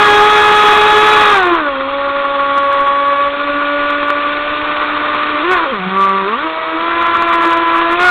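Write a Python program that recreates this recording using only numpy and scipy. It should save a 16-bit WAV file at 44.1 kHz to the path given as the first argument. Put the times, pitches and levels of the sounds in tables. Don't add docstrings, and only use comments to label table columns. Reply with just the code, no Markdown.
import sys
import numpy as np
from scipy import signal
from scipy.fft import rfft, irfft, next_fast_len
from scipy.io import wavfile
from scipy.ndimage import uniform_filter1d, map_coordinates

SR = 44100
rng = np.random.default_rng(int(sys.argv[2]) if len(sys.argv) > 2 else 0)


def wav_record(signal):
    frames = np.transpose(np.atleast_2d(signal))
    bounded = np.clip(frames, -1, 1)
    quanta = np.round(bounded * 32767).astype(np.int16)
    wavfile.write(sys.argv[1], SR, quanta)


def boost_factor(decibels):
    exponent = np.asarray(decibels, float) / 20
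    return 10 ** exponent


N = 357210


def unit(x):
    return x / np.sqrt(np.mean(x ** 2) + 1e-20)


def along(points, hz):
    f, v = np.transpose(points)
    return np.interp(np.log(hz + 1), np.log(f + 1), v)


def curves(rows):
    s, *cols = np.transpose(rows)
    return [np.interp(np.arange(N) / SR, s, c) for c in cols]


def law(rows, speed):
    hz, *cols = np.transpose(sorted(rows))
    return [np.interp(speed, hz, c) for c in cols]


def bumps(rows):
    t = np.arange(N) / SR
    return sum(db * np.exp(-0.5 * ((t - s) / width) ** 2) for s, width, db in rows)


def wobble(rate):
    knots = rng.standard_normal(N // 64)
    return map_coordinates(knots, [np.arange(N) * min(rate, 600) / SR], order=2)


def filtered(x, response):
    m = next_fast_len(N + SR // 2)
    return irfft(rfft(x, m) * response(np.fft.rfftfreq(m, 1 / SR)), m)[..., :N]


def patchy(depth_db):
    z = signal.stft(rng.standard_normal(N + 512), nperseg=512)[2]
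    field = uniform_filter1d(rng.standard_normal(z.shape), 5, 0)
    field = uniform_filter1d(field, 6, 1)
    return signal.istft(z * boost_factor(depth_db * unit(field)), nperseg=512)[1][:N]


# f/Hz, width/Hz, level/dB
HULL_PANELS = [
    (347, 146, -10),
    (597, 360, -24.5),
    (1060, 180, -4),
    (1162, 101, 3.5),
    (1419, 120, -1.5),
    (1840, 120, -7.5),
    (2298, 170, -13.5),
    (3406, 280, -22),
    (3924, 160, -18.5),
]


def panels(f):
    total = 0
    for k, (center, width, db) in enumerate(HULL_PANELS):
        resonance = 1j * f * width / (center * center - f * f + 1j * f * width)
        total = total + (-1) ** k * boost_factor(db) * resonance
    return total


def panel_gain(f):
    power = 1e-9
    for center, width, db in HULL_PANELS:
        power = power + (boost_factor(db) * f * width) ** 2 / ((center * center - f * f) ** 2 + (f * width) ** 2)
    return np.sqrt(power)


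# t/s, shaft speed f/Hz
CRUISE = [(0, 418.8), (.12, 414.7), (.3, 420.3), (.71, 420), (1.13, 425.4), (2.8, 279.8), (3.32, 283.8),
          (3.4, 287.3), (3.9, 289.9), (4.26, 291), (4.6, 297.8), (5.425, 298.2), (7.27, 339.3),
          (7.3, 337.5), (7.72, 333.8), (7.9, 337.8), (8.05, 362), (8.1, 360.2)]
# t/s, shaft speed f/Hz
EASE_OFF = [
    (1.29, 418),
    (1.32, 414),
    (1.43, 362),
    (1.55, 338.7),
    (1.64, 295.3),
    (1.751, 268.3),
    (1.849, 272),
    (1.94, 280.1),
    (1.991, 280),
]
# t/s, shaft speed f/Hz
LEAP = [
    (5.445, 340),
    (5.515, 373.8),
    (5.539, 368.2),
    (5.6, 332.4),
    (5.649, 322.6),
    (5.668, 272.7),
    (5.715, 266),
    (5.739, 215.7),
    (5.801, 184.6),
]
# t/s, shaft speed f/Hz
PICK_UP = [
    (5.84, 184.4),
    (5.981, 194.3),
    (6.259, 193.5),
    (6.35, 235.6),
    (6.4, 293.6),
    (6.45, 320.5),
    (6.78, 323.4),
    (6.802, 331.4),
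    (6.88, 338),
]


def throttle():
    speed, = curves(sorted(CRUISE + EASE_OFF + LEAP + PICK_UP))
    return speed


# t/s, blade load level/dB, shaft shake level/dB, wetted hull level/dB
RIDE = [(0, 5, 7, -1), (1.3, 2, 2.5, 0), (1.7, -3, -2, -1.5), (2.2, -5, -1, 0), (2.6, 1.5, -1, -1),
        (3.27, 1, -3, 0), (3.33, -5, -4.5, 0), (3.75, -0.5, 0, 2), (4.3, -1.5, -5, 2), (5.35, -1.5, -5, 2),
        (5.53, 0, .5, 1), (5.8, -5, -1.5, 0), (6.04, 4.5, 5, 0.5), (6.3, -2, 1, 0), (6.65, -1.5, -7, -.5),
        (7.3, 3, 0, .5), (7.95, 2.5, 3, 2), (8.1, 8.5, 2, 2.5)]


def ride():
    return curves(RIDE)


def drifting(levels_db):
    return [db + 0.9 * wobble(7) for db in levels_db]


def partial(turns, multiple, lag, flutter_db, slip):
    size = unit(boost_factor(flutter_db * wobble(40)))
    return -np.sqrt(2) * size * np.cos(2 * np.pi * multiple * turns - lag + slip * wobble(30))


# shaft speed f/Hz, then level/dB of unbalance, whirl at 1.5 turns, third, fifth
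SHAFT_LAW = [(186, -24.5, -67, -42, -39), (194.4, -30, -72, -30.5, -26), (236, -23.5, -68, -42, -19.5),
             (266, -23.5, -53, -38, -35), (281.4, -31.5, -57, -26.5, -26), (288.7, -24.5, -44, -37, -20),
             (321.5, -21.5, -34.5, -25, -34.5), (332, -22, -35, -16.5, -26.5), (365, -21, -40, -18.5, -24),
             (420, -17.5, -48, -16, -34)]
SHAKE_SHARE = [0.85, .05, 0.7, 0.9]
# shaft speed f/Hz, then level/dB of second, fourth, sixth, eighth order
BLADE_LAW = [(183.4, -24, -24, -40, -23.5), (194.36, -24.5, -36, -16.5, -36.5), (234, -23, -27, -31.5, -37),
             (275.3, -20.5, -21.5, -48, -53), (282.3, -19, -14.5, -29.5, -32.5),
             (298.8, -25, -24.5, -35.5, -37), (310, -25.5, -23, -31.5, -42.5), (340, -28.5, -24, -35, -39),
             (368.6, -18.5, -15, -32, -39.5), (420, -15, -19, -28.5, -23.5)]
BLADE_SHARE = [0.8, 1.26, 1.3, 0.74]
# shaft speed f/Hz, then level/dB of seventh, tenth, eleventh, twelfth
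UPPER_LAW = [(186, -42, -38, -50, -34), (194, -26, -36, -37, -42), (236, -44, -44, -50, -40),
             (268, -40, -42, -54, -34), (281, -38, -44, -46, -38.5), (296, -44, -49, -44, -43),
             (323, -32, -44, -44, -44), (337, -33, -39, -43, -55), (365, -32, -37, -45, -58),
             (420, -41, -42, -56, -60)]
# multiple of shaft speed, level/dB against the eighth
FAINT_ORDERS = [
    (9, 2),
    (13, 0),
    (14, 0),
]
# t/s, width t/s, unbalance level/dB, second order level/dB
LOW_ORDER_SWELLS = [(1.5, 0.057, 9, 2.5), (2.1, 0.19, -0.5, 4.5), (2.72, 0.054, -4, 3.5), (2.88, .03, -8.5, -1.5),
                    (5.3, 0.039, 2, -9), (5.48, 0.034, 6.5, -9), (5.6, 0.028, -3, -3), (5.7, 0.015, -13, 1),
                    (6.27, .02, -4, 3.5), (6.39, 0.027, -8.5, -9.5), (6.45, .03, 4.5, -0.5), (6.6, 0.049, -17.5, 4.5),
                    (7.06, .06, -2.5, -3.5)]


def motor(speed, blade_db, shake_db, load):
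    shaft_db = drifting(law(SHAFT_LAW, speed)) + shake_db * np.c_[SHAKE_SHARE]
    first_db, whirl_db, third_db, fifth_db = shaft_db
    blades_db = drifting(law(BLADE_LAW, speed)) + blade_db * np.c_[BLADE_SHARE]
    second_db, fourth_db, sixth_db, eighth_db = blades_db
    upper_db = drifting(law(UPPER_LAW, speed)) + 0.7 * blade_db
    first_db = first_db + bumps([(s, width, db) for s, width, db, _ in LOW_ORDER_SWELLS])
    second_db = second_db + bumps([(s, width, db) for s, width, _, db in LOW_ORDER_SWELLS])
    turns = np.cumsum(speed * (1 + 0.001052 * wobble(25))) / SR

    def lag(k):
        return 0.85 * np.arctan((k * speed - 1150) / 300)

    low = boost_factor(first_db) * partial(turns, 1, lag(1), flutter_db=2.2, slip=0.12)
    low += boost_factor(second_db) * partial(turns, 2, lag(0.56), flutter_db=2.02, slip=0.093)
    low += boost_factor(whirl_db) * partial(turns, 1.5, 0, flutter_db=1, slip=0.3)
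    low += boost_factor(whirl_db - 7) * partial(turns, 2.5, 0, flutter_db=2, slip=0.3)

    rough_db = 1.2 * speed / 280
    levels = {3: third_db, 4: fourth_db, 5: fifth_db, 6: sixth_db, 8: eighth_db}
    levels.update(zip([7, 10, 11, 12], upper_db))
    ring = np.zeros(N)
    for k, db in levels.items():
        ring += boost_factor(db) * partial(turns, k, lag(k), flutter_db=rough_db, slip=0.2)

    grid = np.arange(1, SR // 2)
    gain = panel_gain(grid) ** 2.17
    drive = boost_factor(eighth_db) / np.interp(8 * speed, grid, gain)
    for k, db in FAINT_ORDERS:
        k = round(k)
        strength = drive * boost_factor(db) * np.interp(k * speed, grid, gain)
        ring += strength * partial(turns, k, lag(k), flutter_db=2, slip=0.25)
    return low + load * ring, turns


# shaft speed f/Hz, then level/dB of rush through the hull, spray hiss, rumble
WATER_LAW = [(190, -23.5, -28, -50), (298.5, -17.5, -28, -44.5), (297, -22.5, -28.5, -42.5),
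             (303, -24.5, -27.5, -49), (324, -20.5, -29, -50.5), (338, -18, -28, -40.5),
             (420, -12, -16.5, -39)]
# f/Hz, level/dB per Hz
SPRAY_COLOR = [(100, -30.5), (200, -31.5), (500, -1), (1000, -4.5), (1800, -0.5), (2500, 1.5), (3000, -4.5),
               (3400, -1.5), (3900, -3.5), (4400, -11.5)]
# f/Hz, level/dB per Hz
RUMBLE_COLOR = [(10, 8), (30, -0.5), (70, 2), (140, -6), (300, -29), (600, -44.5)]


def water(speed, wet_db, turns, load):
    step = 1 / (0.05 * SR + 1)
    late = signal.lfilter([step], [1, step - 1], speed - speed[0]) + speed[0]
    wet_share = np.c_[[0.3, 1, 0.1]]
    rush_db, spray_db, rumble_db = law(WATER_LAW, late) + wet_db * wet_share
    beat = 1 + 0.047 * np.cos(2 * np.pi * turns)

    rush = patchy(depth_db=1.0) * beat * boost_factor(1.53 * wobble(60))
    rush = unit(filtered(rush, panel_gain))

    spray = patchy(depth_db=1.5) * beat * boost_factor(1.7 * wobble(150))
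    spray = unit(filtered(spray, lambda hz: boost_factor(along(SPRAY_COLOR, hz))))
    mist_hz, mist_wide_hz, mist_grows = 2570, 330, 1.4
    mist = filtered(spray, lambda hz: np.exp(-0.5 * ((hz - mist_hz) / mist_wide_hz) ** 2))
    spray += (boost_factor(mist_grows * wet_db) - 1) * mist

    rumble = rng.standard_normal(N) * boost_factor(2.1 * wobble(29))
    rumble = unit(filtered(rumble, lambda hz: boost_factor(along(RUMBLE_COLOR, hz))))
    return boost_factor(rush_db + 0.83) * load * rush + boost_factor(spray_db + 2.0) * spray + boost_factor(rumble_db + 1.8) * rumble


# t/s, change of level/dB
WAVES = [(1.668, 3.5), (1.76, -1), (1.791, -3), (2.228, -3), (2.248, 6), (2.351, 4.5), (2.375, -6),
         (2.398, 5), (2.511, 3.5), (2.574, 5), (2.73, 5), (2.88, 4.5), (3.307, -7.5), (3.688, 1.5),
         (4.824, 1.5), (5.155, 3), (5.528, 3.5), (5.871, -0.5), (6.339, 5.5), (6.373, -1), (6.522, -3),
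         (7.005, 2.5), (7.081, 3), (7.337, 2.5), (7.44, 2.5), (7.53, 3), (7.604, -3), (7.76, 1),
         (7.89, -1.5), (7.97, -9)]


def hull_load(width_s):
    return boost_factor(bumps([(s, width_s, db) for s, db in WAVES]))


# t/s, peak level/dB
SLAPS = [
    (1.8083, -6),
    (2.6314, -9),
    (3.982, -9),
    (4.0295, -3.5),
    (4.1022, 0),
    (7.2225, -3),
]


def slaps():
    push = np.zeros(N)
    push[0] = 1
    ring = filtered(push, panels)[:SR // 10]
    ring /= -ring[np.argmax(np.abs(ring))]
    hits = np.zeros(N)
    for s, db in SLAPS:
        hits[round(s * SR)] = boost_factor(db)
    return signal.fftconvolve(hits, ring)[:N]


def scene():
    speed = throttle()
    blade_db, shake_db, wet_db = ride()
    load = hull_load(width_s=0.013)
    whine, turns = motor(speed, blade_db, shake_db, load)
    return (whine + water(speed, wet_db, turns, load) + slaps())[None]


# f/Hz, level/dB
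CAMERA_BAND = [(10, -1), (3700, 0.5), (4000, -8), (4200, -7.5), (4400, -19), (4600, -43.5),
               (4800, -110)]


def camera_band(x):
    return filtered(x, lambda hz: boost_factor(along(CAMERA_BAND, hz)))


def top_cut(x):
    return signal.sosfilt(signal.butter(12, 15830, fs=SR, output="sos"), x)


def record(dry):
    stage = dry / (1 + np.abs(dry / 0.79) ** 5) ** (1 / 5)
    ceiling = 0.71
    flat = np.clip(camera_band(stage), -ceiling, ceiling)
    return top_cut(flat)


dry = scene()
out = record(dry)
wav_record(out)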